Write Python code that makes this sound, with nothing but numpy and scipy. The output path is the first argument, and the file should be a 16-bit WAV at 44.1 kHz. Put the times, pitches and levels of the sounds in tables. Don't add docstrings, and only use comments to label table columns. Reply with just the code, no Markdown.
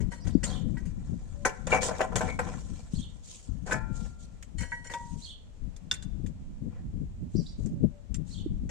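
import sys
import numpy as np
from scipy import signal
from scipy.fft import rfft, irfft, next_fast_len
from scipy.io import wavfile
from scipy.ndimage import uniform_filter1d, map_coordinates

SR = 44100
rng = np.random.default_rng(int(sys.argv[2]) if len(sys.argv) > 2 else 0)


def master(y):
    cut = np.clip(np.atleast_2d(y).T, -1, 1)
    pcm = np.round(cut * 32767)
    wavfile.write(sys.argv[1], SR, pcm.astype(np.int16))


N = 383714

# frequency in Hz, relative level in dB, t60 in s.
DISC_MODES = [(493, -2.5, 0.69), (640.3, -3, 0.17), (752, -8, 0.32), (880, -8, 0.54), (1028, -8, 0.43),
              (1291, -11, 0.13), (1382, -12, 1.45), (1529, 0.5, 0.11), (1727, -5.5, 0.19),
              (1804, -14, 0.43), (1936, -9.5, 0.17), (2234, -9, 0.23), (2350, -18, 0.64), (2492, -13, 0.36)]
# frequency in Hz, relative level in dB, t60 in s.
CALIPER_MODES = [(525, 0.5, 0.064), (946, -3, 0.42), (1539, -8.5, 0.16), (1665, -9.5, 0.097),
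                 (1926, -3, 0.4), (2190, -14.5, 0.3), (3050, -22, 0.63), (4330, -24, .3), (5780, -31, 0.37),
                 (6970, -20, 0.38), (7200, -17, .25), (8290, -10, 0.048), (8700, -23, 0.33)]
# frequency in Hz, relative density in dB per Hz.
IRON_SPECTRUM = [(200, -7), (500, -.5), (1000, -5.5), (2300, -12.5), (3500, -21), (6000, -53.5)]
# frequency in Hz, left-right likeness (0 to 1).
NEAR_LIKENESS = [(200, 0.95), (1000, 0.52), (2500, 0.13), (8000, 0.00996)]


def amp(db):
    return 10 ** (np.asarray(db) / 20)


def unit(x):
    return x / np.sqrt(np.mean(x ** 2, axis=-1, keepdims=True) + 1e-20)


def along(points, hz):
    f, v = np.transpose(points)
    return np.interp(np.log(hz + 1), np.log(f + 1), v)


def wobble(rate, size=N):
    knots = rng.standard_normal(int(size * rate / SR) + 4)
    return map_coordinates(knots, [np.arange(size) * rate / SR])


def filtered(x, response):
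    m = next_fast_len(x.shape[-1] + 8192)
    spectrum = rfft(x, m) * response(np.fft.rfftfreq(m, 1 / SR))
    return irfft(spectrum, m)[..., :x.shape[-1]]


def noise(spectrum, alike, body=np.ones_like):
    def middle_and_side(hz):
        turn = np.arccos(np.clip(along(alike, hz), -1, 1)) / 2
        return body(hz) * amp(along(spectrum, hz)) * [np.cos(turn), np.sin(turn)]

    mid, side = filtered(rng.standard_normal((2, N)), middle_and_side)
    return unit(np.array([mid + side, mid - side]))


def add(track, s, sound):
    part = track[..., round(max(s, 0) * SR):][..., :sound.shape[-1]]
    part += sound[..., :part.shape[-1]]


def echoes(x, t60, wet_db, dull_hz):
    t = np.arange(SR // 2) / SR
    tail = rng.standard_normal((2, len(t))) * amp(-60 * t / t60)
    wet = signal.fftconvolve(x, tail / np.linalg.norm(tail[0]), axes=1)[:, :N]
    return x + amp(wet_db) * filtered(wet, lambda hz: 1 / (1 + 1j * hz / dull_hz))


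def patchy(x, depth_db):
    z = signal.stft(x, nperseg=256)[2]
    field = uniform_filter1d(rng.standard_normal(z.shape[1:]), size=4, axis=0)
    field = uniform_filter1d(field, size=8, axis=1)
    return signal.istft(z * amp(depth_db * field / field.std()), nperseg=256)[1][:, :N]


def resonant(modes, width_hz, peak_db):
    def response(f):
        peaks = sum((-1) ** k * 1j * f * width_hz / (hz * hz - f * f + 1j * f * width_hz)
                    for k, (hz, _, _) in enumerate(modes))
        return 1 + amp(peak_db) * peaks

    return response


def struck(blows, modes, crunch_t60, chatter_db, pan_db, focus):
    # frequency in Hz, relative density in dB per Hz.
    thin_spectrum = [(300, -45.5), (1000, -8), (2000, -1.5), (4000, -6.5), (7300, 2.5), (10000, -13),
                     (15500, -32.5)]
    linger_db = -28.5
    quench_db, quench_s = -7, 0.0043
    ring, broad, thin = np.zeros((2, N)), np.zeros(N), np.zeros(N)
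    t = np.arange(SR * 3 // 4) / SR
    hz, mode_db, t60 = np.transpose(modes)
    luck = rng.standard_normal((len(blows), 3, len(modes)))
    swing = np.exp(2j * np.pi * hz[:, None] * t) * amp(-60 / t60[:, None] * t)
    swing = swing * (1 - np.exp(-t / 0.00044))
    choke = (amp(quench_db) - 1) * (1 - np.exp(-t / quench_s))
    contact = amp(-60 * t / crunch_t60) * (1 - np.exp(-t / 0.0022))

    for (s, crunch_db, ring_db, favoured_hz, damping), (size, lean, turn) in zip(blows, luck):
        level = ring_db + mode_db + 2 * size - focus * np.log2(hz / favoured_hz) ** 2
        apart = np.arccos(np.clip(along(NEAR_LIKENESS, hz), -1, 1)) * turn
        ports = np.array([amp(level + side * lean) * np.exp(.5j * side * apart) for side in (1, -1)])
        bell = (ports @ swing).imag * (amp(-abs(damping) * t) + amp(linger_db))
        chatter = contact[:SR // 10] * rng.standard_normal(SR // 10) ** 3
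        chatter = amp(chatter_db) * chatter / np.linalg.norm(chatter)
        touch = chatter + signal.unit_impulse(SR // 10)
        start = round(s * SR)
        still_ringing = ring[:, start:][:, :len(t)]
        add(ring, s, still_ringing * choke[:N - start])
        add(ring, s, signal.fftconvolve(bell, touch[None], axes=1))
        hardness = 1 / (1 + (1800 / favoured_hz) ** 4.07)
        add(broad, s, amp(crunch_db) * np.sqrt(1 - hardness) * contact)
        add(thin, s, amp(crunch_db) * np.sqrt(hardness) * contact)

    body = resonant(modes, width_hz=60, peak_db=8)
    crunch = broad * noise(IRON_SPECTRUM, NEAR_LIKENESS, body) + thin * noise(thin_spectrum, NEAR_LIKENESS)
    grit = amp(1.5 * wobble(180)) * crunch
    rattle = amp(2.3 * wobble(110))
    pan = amp([[pan_db / 2], [-pan_db / 2]])
    return (ring * rattle + patchy(grit, depth_db=3.5)) * pan


def squeaks():
    # start in seconds, length in seconds, pitch in Hz, level in dB before fade and pan.
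    skids = [(1.717, 0.12, 2305, -19.5), (1.718, .1, 2362, -30), (1.719, 0.065, 2750, -28),
             (2.288, 0.1, 2230, -33)]
    track = np.zeros((2, N))
    for s, length, hz, db in skids:
        t = np.arange(round(length * SR)) / SR
        slips = 1 + .5 * wobble(250, size=len(t))
        swell = amp(db - 25 * t / length) * np.sin(np.pi * t / length) ** 0.2
        phase = 2 * np.pi * hz * t + 1.6 * slips + [[0], [1.7]]
        add(track, s, swell * slips * np.sin(phase))
    return track * amp([[3.5], [-3.5]])


def handled_parts():
    # frequency in Hz, relative level in dB, t60 in s.
    click_modes = [(1495, 3, 0.24), (2756, -10.5, 0.094), (3550, 5.5, 0.043), (4900, 1, 0.024),
                   (5580, 0, 0.059), (6200, 6, 0.029), (7220, 13, 0.035), (8460, 2, 0.15)]
    # time in seconds, crunch in relative dB, ring in relative dB, favoured pitch in Hz,
    # damping by hand and contact in dB/s.
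    disc_blows = [(1.4506, -22, -18, 1400, 449.5), (1.669, -32, -45, 910, 602),
                  (1.727, -22, -18.5, 752, 395.5), (1.747, -27, -21, 780, 250),
                  (1.886, -31.5, -25.5, 640, 504), (1.909, -37, -25, 774, 602), (1.993, -32, -33, 600, 598),
                  (2.006, -23, -14.5, 730, 806), (2.026, -48, -27, 852, 280), (2.121, -38, -32, 501, 400.5),
                  (2.1565, -24.5, -31.5, 1700, 499), (2.208, -28, -22, 910, 306),
                  (2.3895, -28, -25, 1025, 400), (3.664, -52, -40, 497, 298), (3.677, -52, -39, 1540, 40),
                  (3.693, -41, -32, 500, 499.5), (3.710, -39, -30, 1500, 300),
                  (3.720, -35, -24.5, 1600, 499), (3.724, -38, -30, 1330, 4.5)]
    caliper_blows = [(.004, -51.5, -43.5, 1970, 430), (.1176, -44.5, -39, 1750, 160),
                     (.269, -46, -41, 2100, 700), (.431, -36, -31, 2160, 430), (.440, -42, -19, 7800, 430),
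                     (.770, -52.5, -38.5, 1720, 580), (.8535, -53.5, -50, 2800, 770),
                     (4.5835, -47, -27, 5000, 30), (4.605, -41.5, -34, 1686, 230),
                     (4.632, -57, -36.5, 1910, 65), (4.719, -53, -31, 1650, 75),
                     (4.849, -50, -43.5, 1980, 50), (4.898, -48, -34, 1880, 430),
                     (4.912, -47, -35, 1650, 480), (4.937, -53, -32, 900, 10),
                     (8.6916, -43.5, -42.5, 1910, 270)]
    click_blows = [(1.669, -40, -41, 4900, 600), (1.982, -43, -54, 5000, 700),
                   (2.1565, -32, -36, 4600, 500), (4.425, -46, -61, 7200, 890),
                   (4.937, -39, -43, 3370, 900), (5.763, -52, -58, 4030, 900),
                   (5.9125, -29.5, -22, 3140, 150), (5.938, -37, -47.5, 8000, 500),
                   (6.024, -44, -48.5, 4760, 700), (6.262, -47.5, -59.5, 3880, 902),
                   (7.660, -50.5, -56, 7260, 903), (8.1434, -40.5, -41.5, 6900, 697)]
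    disc = struck(disc_blows, DISC_MODES, crunch_t60=0.13, chatter_db=-7.5, pan_db=3.5, focus=9.4)
    caliper = struck(caliper_blows, CALIPER_MODES, crunch_t60=0.18, chatter_db=-9, pan_db=3.0, focus=9.0)
    clicks = struck(click_blows, click_modes, crunch_t60=0.071, chatter_db=-11.0, pan_db=0.5, focus=12.9)
    return echoes(disc + caliper + clicks + squeaks(), t60=0.5, wet_db=-9.5, dull_hz=1197)


def rubbing():
    # start in seconds, length in seconds, hiss in relative dB, grind in relative dB.
    strokes = [(0.238, 0.1, -57.5, -51.5), (0.442, 0.21, -51.5, -48), (1.689, 0.13, -42, -32.5),
               (1.807, 0.13, -32.5, -36.5), (1.927, .12, -57, -46), (2.229, 0.15, -54.5, -39.5),
               (2.434, 0.18, -58.5, -46.5), (2.528, 0.5, -62.5, -66.5), (2.908, 0.19, -55, -112),
               (3.222, 0.32, -52.5, -80), (3.657, 0.15, -48.5, -45), (3.921, 0.26, -56.5, -61),
               (4.182, 0.12, -59.5, -76), (4.9, 0.55, -61, -82), (5.169, 0.22, -57, -120),
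               (6.687, 0.23, -97, -62.5), (7.28, 0.41, -65.5, -85), (7.565, 0.22, -64.5, -73),
               (8.248, 0.25, -58, -75)]
    # time in seconds, hiss and grind in relative dB.
    rustle = [(0, -76, -68.5), (2, -62.5, -64.5), (7, -88, -92)]
    # frequency in Hz, relative density in dB per Hz.
    hiss_spectrum = [(1500, -29.5), (3200, -10.5), (5000, -10.5), (6900, -2.5), (8500, -8.5),
                     (11000, -29.5), (15500, -41.5)]
    knots_s, *knots_db = np.transpose(rustle)
    hiss, grind = [amp(np.interp(np.arange(N) / SR, knots_s, level)) for level in knots_db]
    for s, length, hiss_db, grind_db in strokes:
        stroke = np.sin(np.pi * np.linspace(0, 1, round(length * SR)) ** 0.58) ** 2
        add(hiss, s, amp(hiss_db) * stroke)
        add(grind, s, amp(grind_db) * stroke)
    grain = amp(1.36 * wobble(60) + 1.6 * wobble(300))
    skin = hiss * noise(hiss_spectrum, NEAR_LIKENESS)
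    body = resonant(DISC_MODES, width_hz=40, peak_db=8.5)
    rust = grind * noise(IRON_SPECTRUM, NEAR_LIKENESS, body) * amp([[1.5], [-1.5]])
    return patchy(grain * (skin + rust), depth_db=2.5)


def scraping():
    # start in seconds, length in seconds, drive in dB before the body filter.
    drags = [(0.103, 0.13, -54), (4.575, .13, -48.5), (4.682, 0.21, -56), (4.841, 0.11, -50.5)]
    drag = np.zeros(N)
    for s, length, db in drags:
        add(drag, s, amp(db) * np.sin(np.pi * np.linspace(0, 1, round(length * SR)) ** 0.36))
    grit = amp(4.0 * wobble(150)) * drag * rng.standard_normal((2, N))
    body = resonant(CALIPER_MODES, width_hz=37, peak_db=30.5)

    def response(hz):
        return amp(-15) * body(hz) * (hz / 7000) ** 0.47 / (1 + (hz / 9500) ** 8)

    return filtered(grit, response)


def puffs(port):
    # port, start in seconds, time from start to release in seconds,
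    # flutter in relative dB, rumble in relative dB.
    gusts = [("left", 0, 0.049, -23, -25.5), ("left", 0.245, 0.05, -26.5, -27),
             ("left", 0.35, 0.015, -25.5, -32), ("left", .64, 0.095, -30.5, -33),
             ("left", 1.092, 0.045, -29.5, -34.5), ("left", 2.1, 0.18, -33.5, -32),
             ("left", 2.69, 0.062, -31.5, -32), ("left", 2.95, 0.031, -30, -27),
             ("left", 3.48, 0.051, -35, -29.5), ("left", 4.54, 0.083, -36.5, -29),
             ("left", 5.09, 0.072, -34.5, -36), ("left", 5.61, 0.049, -36, -30),
             ("left", 6.08, 0.13, -35.5, -37.5), ("left", 6.23, 0.058, -31, -29.5),
             ("left", 6.61, 0.077, -31, -34.5), ("left", 6.93, 0.11, -33, -33),
             ("left", 7.34, 0.053, -25.5, -33.5), ("left", 7.58, 0.11, -29, -31),
             ("left", 7.83, 0.015, -29.5, -31.5), ("left", 8.09, 0.11, -32.5, -30.5),
             ("left", 7.8, 0.04, -24.5, -32.5), ("left", 8.59, 0.06, -34.5, -34.5),
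             ("right", 7.2, 0.043, -32, -44.5), ("right", 7.7, 0.076, -31, -51.5)]
    attack_s, release_s = 0.0091, 0.035
    track, t = np.zeros((2, N)), np.arange(SR // 3) / SR
    for name, s, hold, *db in gusts:
        if name == port:
            release = np.exp(-np.maximum(t - abs(hold), 0) / release_s)
            add(track, s, amp(db)[:, None] * np.minimum(t / attack_s, 1) * release)
    return track


def wind():
    # frequency in Hz, relative density in dB per Hz.
    rumble_spectrum = [(8, -37.5), (20, 0.5), (50, -0.5), (100, -5.5), (300, -72.5) ]
    flutter_spectrum = [(40, -33.5), (90, -4), (175, 1.5), (260, -7.5), (400, -29), (800, -81.5)]
    # time in seconds, strength in dB before its random drift.
    breeze_left = [(0, -43), (.2, -41), (.45, -30.5), (.9, -36), (1.36, -37.5), (1.55, -46), (1.75, -32.5),
                   (2.1, -40), (2.5, -33.5), (2.83, -44.5), (3.1, -40), (3.42, -51), (3.62, -37),
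                   (3.95, -36), (4.4, -43), (5.05, -42), (5.419, -49), (6.1, -38.5), (6.45, -45.5),
                   (7.999, -41.5), (8.3, -35.5)]
    breeze_right = [(0, -46), (0.349, -49), (.66, -58), (.85, -44.5), (1.3, -49), (1.6, -56.5), (2.4, -45),
                    (3.05, -46), (3.5, -53.5), (4.3, -50.5), (4.5, -57.5), (5.3, -53), (6.2, -51.5),
                    (6.55, -41.5), (7.45, -39.5), (8.15, -59.5), (8.5, -38)]
    flutter_db, flutter_grows, breeze_ref_db = -44, 1.565, -40
    rumble, flutter = noise(rumble_spectrum, [(50, 0.0011)]), noise(flutter_spectrum, [(50, 0.027)])
    lumps = unit(amp(3.4 * np.array([wobble(45), wobble(45)])))
    pops = noise([(150, -26.0), (320, 1.5), (600, -15.0), (1200, -63.5)], [(50, 0.0025)])
    t = np.arange(N) / SR
    ports = []
    for k, (port, breeze) in enumerate([("left", breeze_left), ("right", breeze_right)]):
        strength_db = np.interp(t, *np.transpose(breeze)) + 1.76 * wobble(6)
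        fluttering, rumbling = puffs(port)
        breeze_flutter = amp(flutter_db + flutter_grows * (strength_db - breeze_ref_db))
        puff = np.hypot(fluttering, breeze_flutter) * lumps[k]
        slow = np.hypot(rumbling, amp(strength_db)) * rumble[k]
        popping = amp(1.1) * puff ** 1.615 * pops[k]
        ports.append(slow + puff * flutter[k] + popping)
    return np.array(ports)


def thumps():
    # time in seconds, pitch in Hz, left and right in relative dB.
    port_pops = [(0.351, 255, -5, -62), (2.935, 172, -16, -40), (7.35, 330, -21.5, -43),
                 (8.46, 307, -33, -20.5)]
    track, t = np.zeros((2, N)), np.arange(SR // 10) / SR
    for s, hz, *db in port_pops:
        burst = (t / 0.0039) ** 2 * np.exp(2 - 2 * t / 0.004)
        add(track, s, amp(db)[:, None] * burst * np.sin(2 * np.pi * hz * t))
    return track


def whistle(call, second_hz, second_db, rough):
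    s, hz, db = np.transpose(call)
    t = np.arange(round(s[-1] * SR)) / SR
    pitch = np.interp(t, s, hz) * (1 + 0.013 * wobble(399.6, size=len(t)))
    phase = 2 * np.pi * np.cumsum(pitch) / SR
    tone = np.sin(phase) + amp(second_db) * np.sin(phase + 2 * np.pi * second_hz * t)
    return amp(np.interp(t, s, db)) * tone * (1 + rough * wobble(695.0, size=len(t)))


def birds():
    # seconds from the call's start, pitch in Hz, relative level in dB.
    chirrup = [(0, 3720, -3.5), (.012, 4185, 4.5), (.036, 4400, 7), (.041, 3287, 3.5), (.062, 3204, 2),
               (.085, 3647, 9), (.097, 3000, 3.5), (.128, 2880, -20)]
    cheep = [(0, 3900, -11), (.022, 5050, 3), (.048, 4780, 1), (.068, 4100, -12), (.1, 3500, -32),
             (.113, 3700, 2), (.135, 4650, -6.5), (.15, 4760, -2), (.175, 4700, -25)]
    # start in seconds, level in dB before pan and echo.
    chirrup_times = [(0.465, -53), (2.945, -56.5), (5.217, -52.5), (8.306, -58)]
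    cheep_times = [(.196, -63), (7.351, -54.5)]
    # start and length in seconds, pitch in Hz, level in dB before pan and echo.
    coos = [(1.341, 0.2, 574, -53), (7.71, 0.11, 562, -63.5), (7.903, 0.12, 580, -59)]
    track = np.zeros(N)
    for s, db in chirrup_times:
        add(track, s, amp(db) * whistle(chirrup, second_hz=600, second_db=-15, rough=.55))
    for s, db in cheep_times:
        add(track, s, amp(db) * whistle(cheep, second_hz=800, second_db=-2, rough=.8))
    for s, length, hz, db in coos:
        t = np.arange(round(length * SR)) / SR
        add(track, s, amp(db) * np.sin(np.pi * t / length) * np.sin(2 * np.pi * hz * t))
    return echoes(track * amp([[-4], [1.5]]), t60=.4, wet_db=1.5, dull_hz=6000)


def air():
    # frequency in Hz, relative density in dB per Hz.
    town_spectrum = [(100, -14), (300, -5), (610, -7.5), (1350, -19), (3070, -22.5), (5130, -26),
                     (7370, -22.5), (9930, -35.5), (15500, -53)]
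    level = amp(-63.5 + 1.0 * wobble(1.56))
    return level * noise(town_spectrum, [(200, 0.16), (640, 0.0), (1500, 0.0015)])


def scene():
    near = handled_parts() + rubbing() + scraping()
    return near + wind() + thumps() + birds() + air()


def record(dry):
    top_hz = 15680
    return filtered(dry, lambda hz: hz < top_hz)


dry = scene()
out = record(dry)
master(out)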